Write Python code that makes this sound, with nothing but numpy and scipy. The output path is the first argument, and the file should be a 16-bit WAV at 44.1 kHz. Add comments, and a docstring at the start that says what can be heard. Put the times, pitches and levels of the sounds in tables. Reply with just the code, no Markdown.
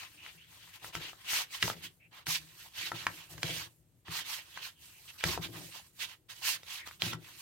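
"""A gloved hand kneads wet, sticky mash in a plastic bowl on a steel table, close by in faint outdoor air.
From the start the glove smears the paste: noise and random snaps crackle wetly as each slide swells.
Soon thin rubbery squeaks glide by, as fuzzy narrow bands, and trapped air pops as decaying rings with a spit.
Then the first push thumps the bowl on the table, a shove into low resonances; all this recurs to the end,
while the smear drifts from the left to right of centre."""
import sys
import numpy as np
from scipy import signal
from scipy.fft import rfft, irfft, next_fast_len
from scipy.io import wavfile
from scipy.ndimage import uniform_filter1d, map_coordinates

SR = 44100
rng = np.random.default_rng(int(sys.argv[2]) if len(sys.argv) > 2 else 0)


def unload_audio(sound):
    """Save the sound as a 16-bit wav file, at the path given as the first command line argument."""
    columns = np.transpose(np.atleast_2d(sound))
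    # keep every value between -1 and 1, then stretch to whole-number steps
    steps = np.round(np.clip(columns, -1, 1) * 32767)
    wavfile.write(sys.argv[1], SR, steps.astype(np.int16))


N = 326781  # samples


def amp(db):
    """Decibels to gain."""
    return 10 ** (np.asarray(db) / 20)


def decibels(power):
    """Power to decibels."""
    return 10 * np.log10(power + 1e-20)


def unit(x):
    """Scale to rms 1."""
    return x / np.sqrt(np.mean(x ** 2) + 1e-20)


def along(points, hz):
    """Read (frequency [Hz], value) points on a log frequency axis."""
    f, v = np.transpose(points)
    return np.interp(np.log(hz + 1), np.log(f + 1), v)


def wobble(rate):
    """A smooth random curve with rate knots a second."""
    coarse = np.arange(0, N, 20)
    knots = rng.standard_normal(int(N * rate / SR) + 4)
    values = map_coordinates(knots, [coarse * rate / SR])
    return np.interp(np.arange(N), coarse, values)


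def filtered(x, response):
    """Multiply the spectrum of x by a complex response of frequency."""
    size = next_fast_len(N + SR // 2)
    return irfft(rfft(x, size) * response(np.fft.rfftfreq(size, 1 / SR)), size)[..., :N]


def add(track, s, sound):
    """Mix a sound into a track at time s."""
    part = track[..., max(round(s * SR), 0):][..., :sound.shape[-1]]
    part += sound[..., :part.shape[-1]]


def panned(x, left_db):
    """Lean a sound to the left by left_db."""
    return x * np.array([amp(left_db / 2), amp(-left_db / 2)]).reshape(2, -1)


# stereo width of the noise layers: (frequency [Hz], left-right likeness [0 to 1])
LIKENESS = [(100, 0.81), (300, 0.97), (1200, 0.4), (3000, 0.25), (6000, .08), (14000, 0.063)]


def spread(pair, spectrum):
    """Colour two unrelated signals and blend them to stereo of rms 1, near mono in the bass."""
    def mid_side(hz):
        turn = np.arccos(np.clip(along(LIKENESS, hz), -1, 1)) / 2
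        return amp(along(spectrum, hz)) * [np.cos(turn), np.sin(turn)]
    mid, side = filtered(pair, mid_side)
    return unit(np.array([mid + side, mid - side]))


def crackle(rate, scatter_db, hiss_db):
    """Tiny wet films snapping, on average rate a second, over the hiss of countless smaller ones."""
    sizes = amp(scatter_db * np.clip(rng.standard_normal(N), -2, 2))
    snaps = (rng.random(N) < rate / SR) * sizes
    return unit(snaps * rng.standard_normal((2, N))) + amp(hiss_db) * rng.standard_normal((2, N))


def resonances(modes, f):
    """Complex response of (frequency [Hz], width [Hz], level [dB]) modes of alternating sign."""
    return sum((-1) ** k * amp(db) * 1j * f * w / (hz * hz - f * f + 1j * f * w)
               for k, (hz, w, db) in enumerate(modes))


PEAK_SHARE = 0.44  # part of a movement spent gathering speed


def swell(start, length):
    """Speed of one movement of the hand, rising from 0 to 1 and back."""
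    progress = np.clip((np.arange(N) / SR - start) / length, 0, 1)
    return np.sin(np.pi * np.interp(progress, [0, PEAK_SHARE, 1], [0, .5, 1]))


# colour of the outdoor air: (frequency [Hz], relative level [dB per Hz])
AIR_COLOUR = [(20, -35), (50, -1.5), (100, 5), (200, -9.5), (500, -16), (1100, -26), (3000, -24.5),
              (16000, -36.5)]


def outdoor_air():
    """Steady noise with its weight in the bass, for the faint air outdoors."""
    return amp(-71.0) * spread(rng.standard_normal((2, N)), AIR_COLOUR)


# bowl walls and shelter: (frequency [Hz], time to fall 60 dB [s])
SHELTER_DECAY = [(150, .25), (1200, 0.17), (14000, 0.11)]


def shelter(x):
    """A short scattered answer from the surroundings: decaying noise, different at each ear."""
    hz, t, z = signal.stft(rng.standard_normal((2, SR // 3)), SR, nperseg=256)
    decay = amp(-60 * t / along(SHELTER_DECAY, hz)[:, None])
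    tail = signal.istft(z * decay, SR, nperseg=256)[1]
    tail = tail / np.linalg.norm(tail[0])
    tail = np.pad(tail, ((0, 0), (SR // 400, 0)))  # the answer waits 2.5 ms
    return signal.fftconvolve(x, tail, axes=1)[:, :N]


# the hand leaning slowly on the bowl: (start [s], length [s], relative level [dB])
LEANING = [(0.817, .1, -55.5), (1.76, 0.17, -57), (2.755, 0.17, -59.5), (3.29, 0.14, -49),
           (5.44, 0.28, -47)]
ROCK_ATTACK_S, ROCK_FADE_DB_PER_S = 0.0087, 122
REST_DB, REST_WANDER_DB = -73.5, 2  # the other hand steadying the rim


def weight():
    """Force working the bowl against the table: it fades after each push and swells with each lean."""
    power = amp(REST_DB + REST_WANDER_DB * wobble(9.3)) ** 2
    t = np.arange(SR // 2) / SR
    onset = 1 - np.exp(-t / ROCK_ATTACK_S)
    for s, _, rock_db in PALM_PUSHES:
        add(power, s, (amp(rock_db - ROCK_FADE_DB_PER_S * t) * onset) ** 2)
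    for start, length, db in LEANING:
        power += (amp(db) * swell(start, length)) ** 2
    return np.sqrt(power)


# the palm pushing on the lump: (time [s], relative push level [dB], relative level of the rocking after [dB])
PALM_PUSHES = [(0.344, -55, -75), (0.957, -46, -45.5), (1.635, -33, -39), (2.274, -41, -51),
               (2.92, -48, -46.5), (3.072, -48, -49), (3.436, -33.5, -35.5), (4.082, -41, -50),
               (5.247, -30, -34.5), (5.381, -40.5, -42), (7.031, -32, -36), (7.135, -39, -64)]
# low modes of bowl and table top: (frequency [Hz], width [Hz], mean level [dB])
BOWL_MODES = [(81, 16, -5.5), (118, 19.5, -3.5), (155.4, 16.2, -0.5), (170.8, 19.8, -2.5), (308.7, 30, -5),
              (372, 43, -7), (437, 130, -12.5), (704, 450, -16)]


def bowl():
    """Pushes and the shifting weight of the hand drive the low modes of bowl and table."""
    blows = np.zeros(N)
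    t = np.arange(SR // 4) / SR
    for s, db, _ in PALM_PUSHES:
        # one shove, then the lump gives way in small jerks
        shove = np.exp(-t / 0.0013)
        giving_way = 0.084 * amp(-60 * t / 0.32) * rng.standard_normal(len(t))
        add(blows, s, amp(db + 20.5) * (shove + giving_way))
    forces = np.array([blows, crackle(rate=300, scatter_db=2.0, hiss_db=-5.5)[0]])
    forces = filtered(forces, lambda f: 1 / (1 + 1j * f / 600) ** 2)  # the mash cushions every contact
    ringing = np.zeros((2, N))
    for k, (hz, width, db) in enumerate(BOWL_MODES):
        # as the lump moves round the bowl it favours now one mode, now another
        favour = (-1) ** k * amp(db + 2.6 * wobble(9))
        ringing += favour * signal.lfilter(*signal.iirpeak(hz, hz / width, SR), forces)
    thuds, jerks = ringing
    return thuds + amp(-1.5) * weight() * unit(jerks)


# thin rubbery squeaks of the glove:
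# (start [s], length [s], start frequency [Hz], end frequency [Hz], level [dB])
GLOVE_SQUEAKS = [(0.158, 0.13, 2600, 2910, -56), (0.363, 0.096, 2420, 3310, -61),
                 (1.99, 0.097, 2380, 2490, -63.5), (4.723, 0.33, 3110, 2340, -65),
                 (5.126, 0.083, 1390, 1577, -68), (6.771, 0.093, 2183, 1980, -51.5)]


def squeaks():
    """Rubber creeping slowly over the paste sings in a fuzzy, gliding band."""
    out = np.zeros((2, N))
    lowpass = signal.butter(2, 270, fs=SR, output="sos")  # half the width of the band [Hz]
    for s, length, start_hz, end_hz, db in GLOVE_SQUEAKS:
        size = int(length * SR)
        phase = 2 * np.pi * np.cumsum(np.linspace(start_hz, end_hz, size)) / SR
        fuzz = signal.sosfilt(lowpass, rng.standard_normal((2, 2, size)))
        band = fuzz[0] * np.cos(phase) + fuzz[1] * np.sin(phase)
        stereo = unit(band + 0.18 * band[::-1])  # a little of each side leaks into the other
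        add(out, s, amp(db) * signal.windows.tukey(size) * stereo)
    return out


# air pockets bursting:
# (time [s], relative level [dB], nominal cavity frequency [Hz], spit over the ring, relative [dB])
AIR_POCKETS = [(0.2627, -36, 2120, -16.5), (0.844, -34, 1360, -17), (0.9516, -25.5, 2190, -4),
               (1.131, -39.5, 1180, -12.5), (1.332, -29, 1310, -12.5), (1.39, -36, 1110, -17.5),
               (1.6259, -17, 2720, -6), (1.6282, -18.5, 1710, -5), (1.6789, -24.5, 980, -9),
               (1.6994, -23.5, 1256, -10), (2.268, -28, 2180, -2.5), (2.9174, -22, 1370, -15.5),
               (3.0668, -15, 1670, -12), (3.3797, -38, 1640, -4.5), (3.4305, -25.5, 2345, 2),
               (4.0813, -36, 1750, -16.5), (4.5737, -29.5, 1590, -10.5), (5.2086, -33, 2380, -13),
               (5.2385, -16.5, 2450, -4), (5.376, -25.5, 685, -15.5), (6.6323, -43, 3600, -2.5),
               (6.8738, -37.5, 2990, -1), (6.9111, -39.5, 1590, -12.5), (7.0201, -17.5, 3280, -8.5),
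               (7.1331, -26.5, 1505, -6.5), (7.245, -48, 1880, -5.5)]
# colour of the spit: (frequency [Hz], relative level [dB])
SPIT_COLOUR = [(300, -12.5), (1200, -7), (2100, -10), (3700, -6.5), (6000, -9), (9000, -16), (16000, -27)]
# the plastic wall of the bowl: (frequency [Hz], width [Hz], relative level [dB])
WALL_MODES = [(1336, 25, -8.5), (1495, 18, -9), (1943, 60, -6)]


def pops():
    """Each air pocket rings briefly in its soft cavity and spits as the seal tears."""
    rings, spits = np.zeros(N), np.zeros((2, N))
    t = np.arange(SR // 10) / SR
    opening = 1 - np.exp(-(t / 0.00058) ** 3)  # the seal peels open in about a millisecond
    for s, db, hz, spit_db in AIR_POCKETS:
        t60 = 0.011 * (hz / 1500) ** -.3  # bigger pockets ring longer
        ring = np.zeros(len(t))
        # the cavity is irregular: a weaker resonance lies on each side of the main one
        for ratio, level_db in [(.7, -6.5), (1, -4), (1.35, -7.5)]:
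            mode_hz = hz * ratio * (1 + 0.049 * rng.standard_normal())
            ring += amp(level_db) * np.sin(2 * np.pi * mode_hz * t)
        add(rings, s, amp(db + 7.0 - 60 * t / t60) * opening * ring)
        tear = amp(-60 * t / 0.015) * opening * rng.standard_normal((2, len(t)))
        add(spits, s, amp(db + spit_db + 14.0) * tear)
    spits = filtered(spits + .6 * spits[::-1], lambda hz: amp(along(SPIT_COLOUR, hz)))
    # the bowl wall rings along; the palm lands right of centre, so the left ear hears it later
    lag_s = np.array([[.00005], [0]])
    return filtered(rings + spits,
                    lambda f: (1 + 2 * resonances(WALL_MODES, f)) * np.exp(-2j * np.pi * f * lag_s))


def mottled(x, depth_db):
    """Voids open and close in the paste, so patches of the spectrum swell and fade."""
    z = signal.stft(x, nperseg=256)[2]
    field = uniform_filter1d(rng.standard_normal(z.shape[1:]), size=4, axis=0)  # blur in frequency
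    field = uniform_filter1d(field, size=9, axis=1)  # blur in time
    return unit(signal.istft(z * amp(depth_db * unit(field)), nperseg=256)[1][:, :N])


# the hand closed on the lump, which creeps quietly between the slides:
# (start [s], end [s], mean smear level [dB], mean fizz level, relative [dB])
HAND_GRIPS = [(-.1, 0.35, -64, -63.5), (.43, 1.128, -61.5, -62.5), (1.145, 1.862, -58.5, -61.5),
              (2.32, 2.67, -60.5, -59), (2.69, 3.66, -61, -58.5), (4.075, 4.72, -65, -64.5),
              (4.764, 5.872, -64, -58), (5.926, 6.116, -65, -62.5), (6.28, 6.93, -60.5, -58.5),
              (7.17, 7.5, -61.5, -60.5)]
GRIP_ATTACK_S, GRIP_RELEASE_S = 0.073, 0.033
FIZZ_RELEASE_S = 0.066  # the wet skin fizzes on after the creep stops
CREEP_SQUELCH_DB, CREEP_WANDER_DB = -7.5, 3.5  # squelch relative to smear; depth of wander
SETTLE_DB = -77.5  # the mash fizzes faintly even when let go
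# the glove sliding through the paste:
# (start [s], length [s], smear level [dB], squelch over smear, relative [dB], fizz over smear, relative [dB])
GLOVE_SLIDES = [(-.06, 0.15, -49, -8.5, -5), (0.22, 0.11, -51.5, -6.5, -10.5),
                (0.362, 0.14, -62.5, -21, -9.5), (0.558, .17, -60.5, -25, -6.5),
                (.725, 0.062, -51.5, -10, -5.5), (0.812, 0.11, -51.5, -3, -0.5),
                (0.923, .08, -45, -7, -6.5), (0.984, 0.14, -44.5, -10.5, -16), (1.232, .1, -47.5, -6.5, -7),
                (1.265, 0.19, -34, -12, -2.5), (1.497, 0.11, -44.5, -13.5, -1.5),
                (1.59, 0.16, -40.5, -13, -1), (1.814, 0.075, -47.5, -13, -2),
                (2.108, 0.14, -55.5, -6.5, -8), (2.256, 0.14, -38, -14.5, 2.5),
                (2.339, 0.041, -36, -16, -12.5), (2.733, 0.17, -42, -13.5, -6),
                (2.836, 0.077, -41.5, -12, -7.5), (2.93, 0.14, -45, -9, -8),
                (3.15, 0.12, -52.5, -9.5, -11.5), (3.287, 0.076, -59, 2, 7.5),
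                (3.412, 0.17, -42, -8.5, -5.5), (3.481, 0.2, -42.5, -13, -5),
                (4.047, 0.11, -54.5, -2, -5.5), (4.095, 0.15, -40.5, -10, -2.5),
                (4.23, 0.2, -43, -11.5, -1.5), (4.535, 0.11, -51.5, -7, -11.5),
                (4.595, 0.12, -45, -11.5, -5), (5.074, 0.045, -51.5, -22, -8.5),
                (5.177, 0.064, -48, -12.5, -8), (5.218, 0.17, -39, -7, -2), (5.405, 0.08, -43.5, -8, -5.5),
                (5.525, 0.088, -51, 1.5, -4), (5.703, .12, -50, -6, -3.5), (5.987, 0.081, -39.5, -17.5, -6),
                (6.064, 0.095, -52, -8, -8.5), (6.284, 0.062, -48, -8.5, -4),
                (6.411, 0.17, -35.5, -13.5, -0.5), (6.661, 0.17, -44.5, -13.5, -4.5),
                (6.851, 0.057, -52, -3.5, -1), (6.994, 0.15, -39.5, -13.5, -4),
                (7.105, 0.061, -50, -0.5, -6), (7.365, 0.067, -57.5, -10, 1)]
# each layer grows as its own power of the sliding speed
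SQUELCH_POWER, SMEAR_POWER, FIZZ_POWER = 0.8, 0.94, 1.37


def kneading_levels():
    """Squelch, smear and fizz in dB: the slides on top of the slow creep under each grip."""
    t = np.arange(N) / SR
    power = np.zeros((3, N))
    release = np.array([[GRIP_RELEASE_S], [GRIP_RELEASE_S], [FIZZ_RELEASE_S]])
    for start, end, smear_db, fizz_db in HAND_GRIPS:
        closing = np.clip((t - start) / GRIP_ATTACK_S, 0, 1)
        letting_go = np.exp(-np.clip((t - end) / release, 0, 20))
        levels = amp([[smear_db + CREEP_SQUELCH_DB], [smear_db], [fizz_db]])
        power += (levels * closing * letting_go) ** 2
    power *= amp(CREEP_WANDER_DB * wobble(13)) ** 2
    power[-1] += amp(SETTLE_DB) ** 2
    growth = np.array([[SQUELCH_POWER], [SMEAR_POWER], [FIZZ_POWER]])
    for start, length, db, squelch_db, fizz_db in GLOVE_SLIDES:
        levels = amp([[db + squelch_db], [db], [db + fizz_db]])
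        power += (levels * swell(start, length) ** growth) ** 2
    return decibels(power)


# colours of the paste layers, each: (frequency [Hz], relative level [dB per Hz])
SQUELCH_COLOUR = [(200, -23.5), (420, -12.5), (700, -4.5), (1050, 3.5), (1450, -4.5), (1900, -1.5),
                  (3000, -44.5)]
SMEAR_COLOUR = [(900, -30.5), (1400, -7.5), (1800, -3), (2350, -1.5), (2900, 1.5), (3800, -2.5),
                (4700, -7.5), (7000, -39.5)]
SHEEN_COLOUR = [(2500, -38.5), (4000, -4.5), (5000, -4), (6300, -4), (7500, -11.5), (10000, -18)]
FIZZ_COLOUR = [(4000, -23.5), (6500, 0.5), (8500, 5.5), (10000, 0.5), (11300, 3.5), (13000, 5.5),
               (16000, -1.5)]
# where the hand works: (time [s], left over right [dB])
HAND_PLACE = [(0.0, 5), (1.05, 4), (1.7, 0.5), (2.3, -1.1), (3.55, -2), (4.2, -3), (5.3, -1.3),
              (6.05, -4.5), (6.5, -3), (7.41, -1.5)]


def paste():
    """The glove sticks and slips: big voids squelch, small ones crackle, the wet skin fizzes."""
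    squelch_db, smear_db, fizz_db = kneading_levels()
    slip = wobble(130)
    squelch = mottled(spread(crackle(rate=600, scatter_db=1, hiss_db=6.5), SQUELCH_COLOUR), depth_db=4)
    smear = mottled(spread(crackle(rate=1800, scatter_db=2, hiss_db=5.5), SMEAR_COLOUR), depth_db=2.5)
    sheen = mottled(spread(crackle(rate=3000, scatter_db=2.5, hiss_db=4.5), SHEEN_COLOUR), depth_db=-1.0)
    fizz = mottled(spread(crackle(rate=4000, scatter_db=9.0, hiss_db=3.5), FIZZ_COLOUR), depth_db=2.5)
    # the smear turns bright only where the wet skin fizzes too, and more so in a hard stroke
    sheen_db = 0.48 * smear_db + 0.73 * fizz_db + 8.5
    rub = amp(smear_db + 0.66 * slip) * smear + amp(sheen_db + 1.3 * slip) * sheen
    place_s, left_db = np.transpose(HAND_PLACE)
    rub = panned(rub, np.interp(np.arange(N) / SR, place_s, left_db))
    film = amp(fizz_db - 1.0 + 0.92 * wobble(50)) * fizz
    glove = amp(squelch_db - 1.0 + 1.6 * slip) * squelch + rub + film
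    lag_s = np.array([[0], [.00005]])  # the glove's sound reaches the left port first
    return filtered(glove, lambda f: np.exp(-2j * np.pi * f * lag_s))


def scene():
    """Paste, squeaks, pops and bowl, with their short echo, over faint outdoor air."""
    bursts = pops()
    kneading = paste() + squeaks() + bowl()
    echo = shelter(amp(-9.5) * bursts + amp(-11.5) * kneading)
    return bursts + kneading + echo + outdoor_air()


# the two microphone ports favour different bands: (frequency [Hz], left over right [dB])
PORT_BALANCE = [(600, 4.5), (1100, 3.5), (1800, 1), (4500, -5.5), (7000, 0)]
TOP_HZ = 15950  # band limit


def record(dry):
    """Each port colours the sound its own way; nothing is kept above the band limit."""
    return filtered(dry, lambda hz: panned(1.0, along(PORT_BALANCE, hz)) * (hz < TOP_HZ))


dry = scene()
out = record(dry)
unload_audio(out)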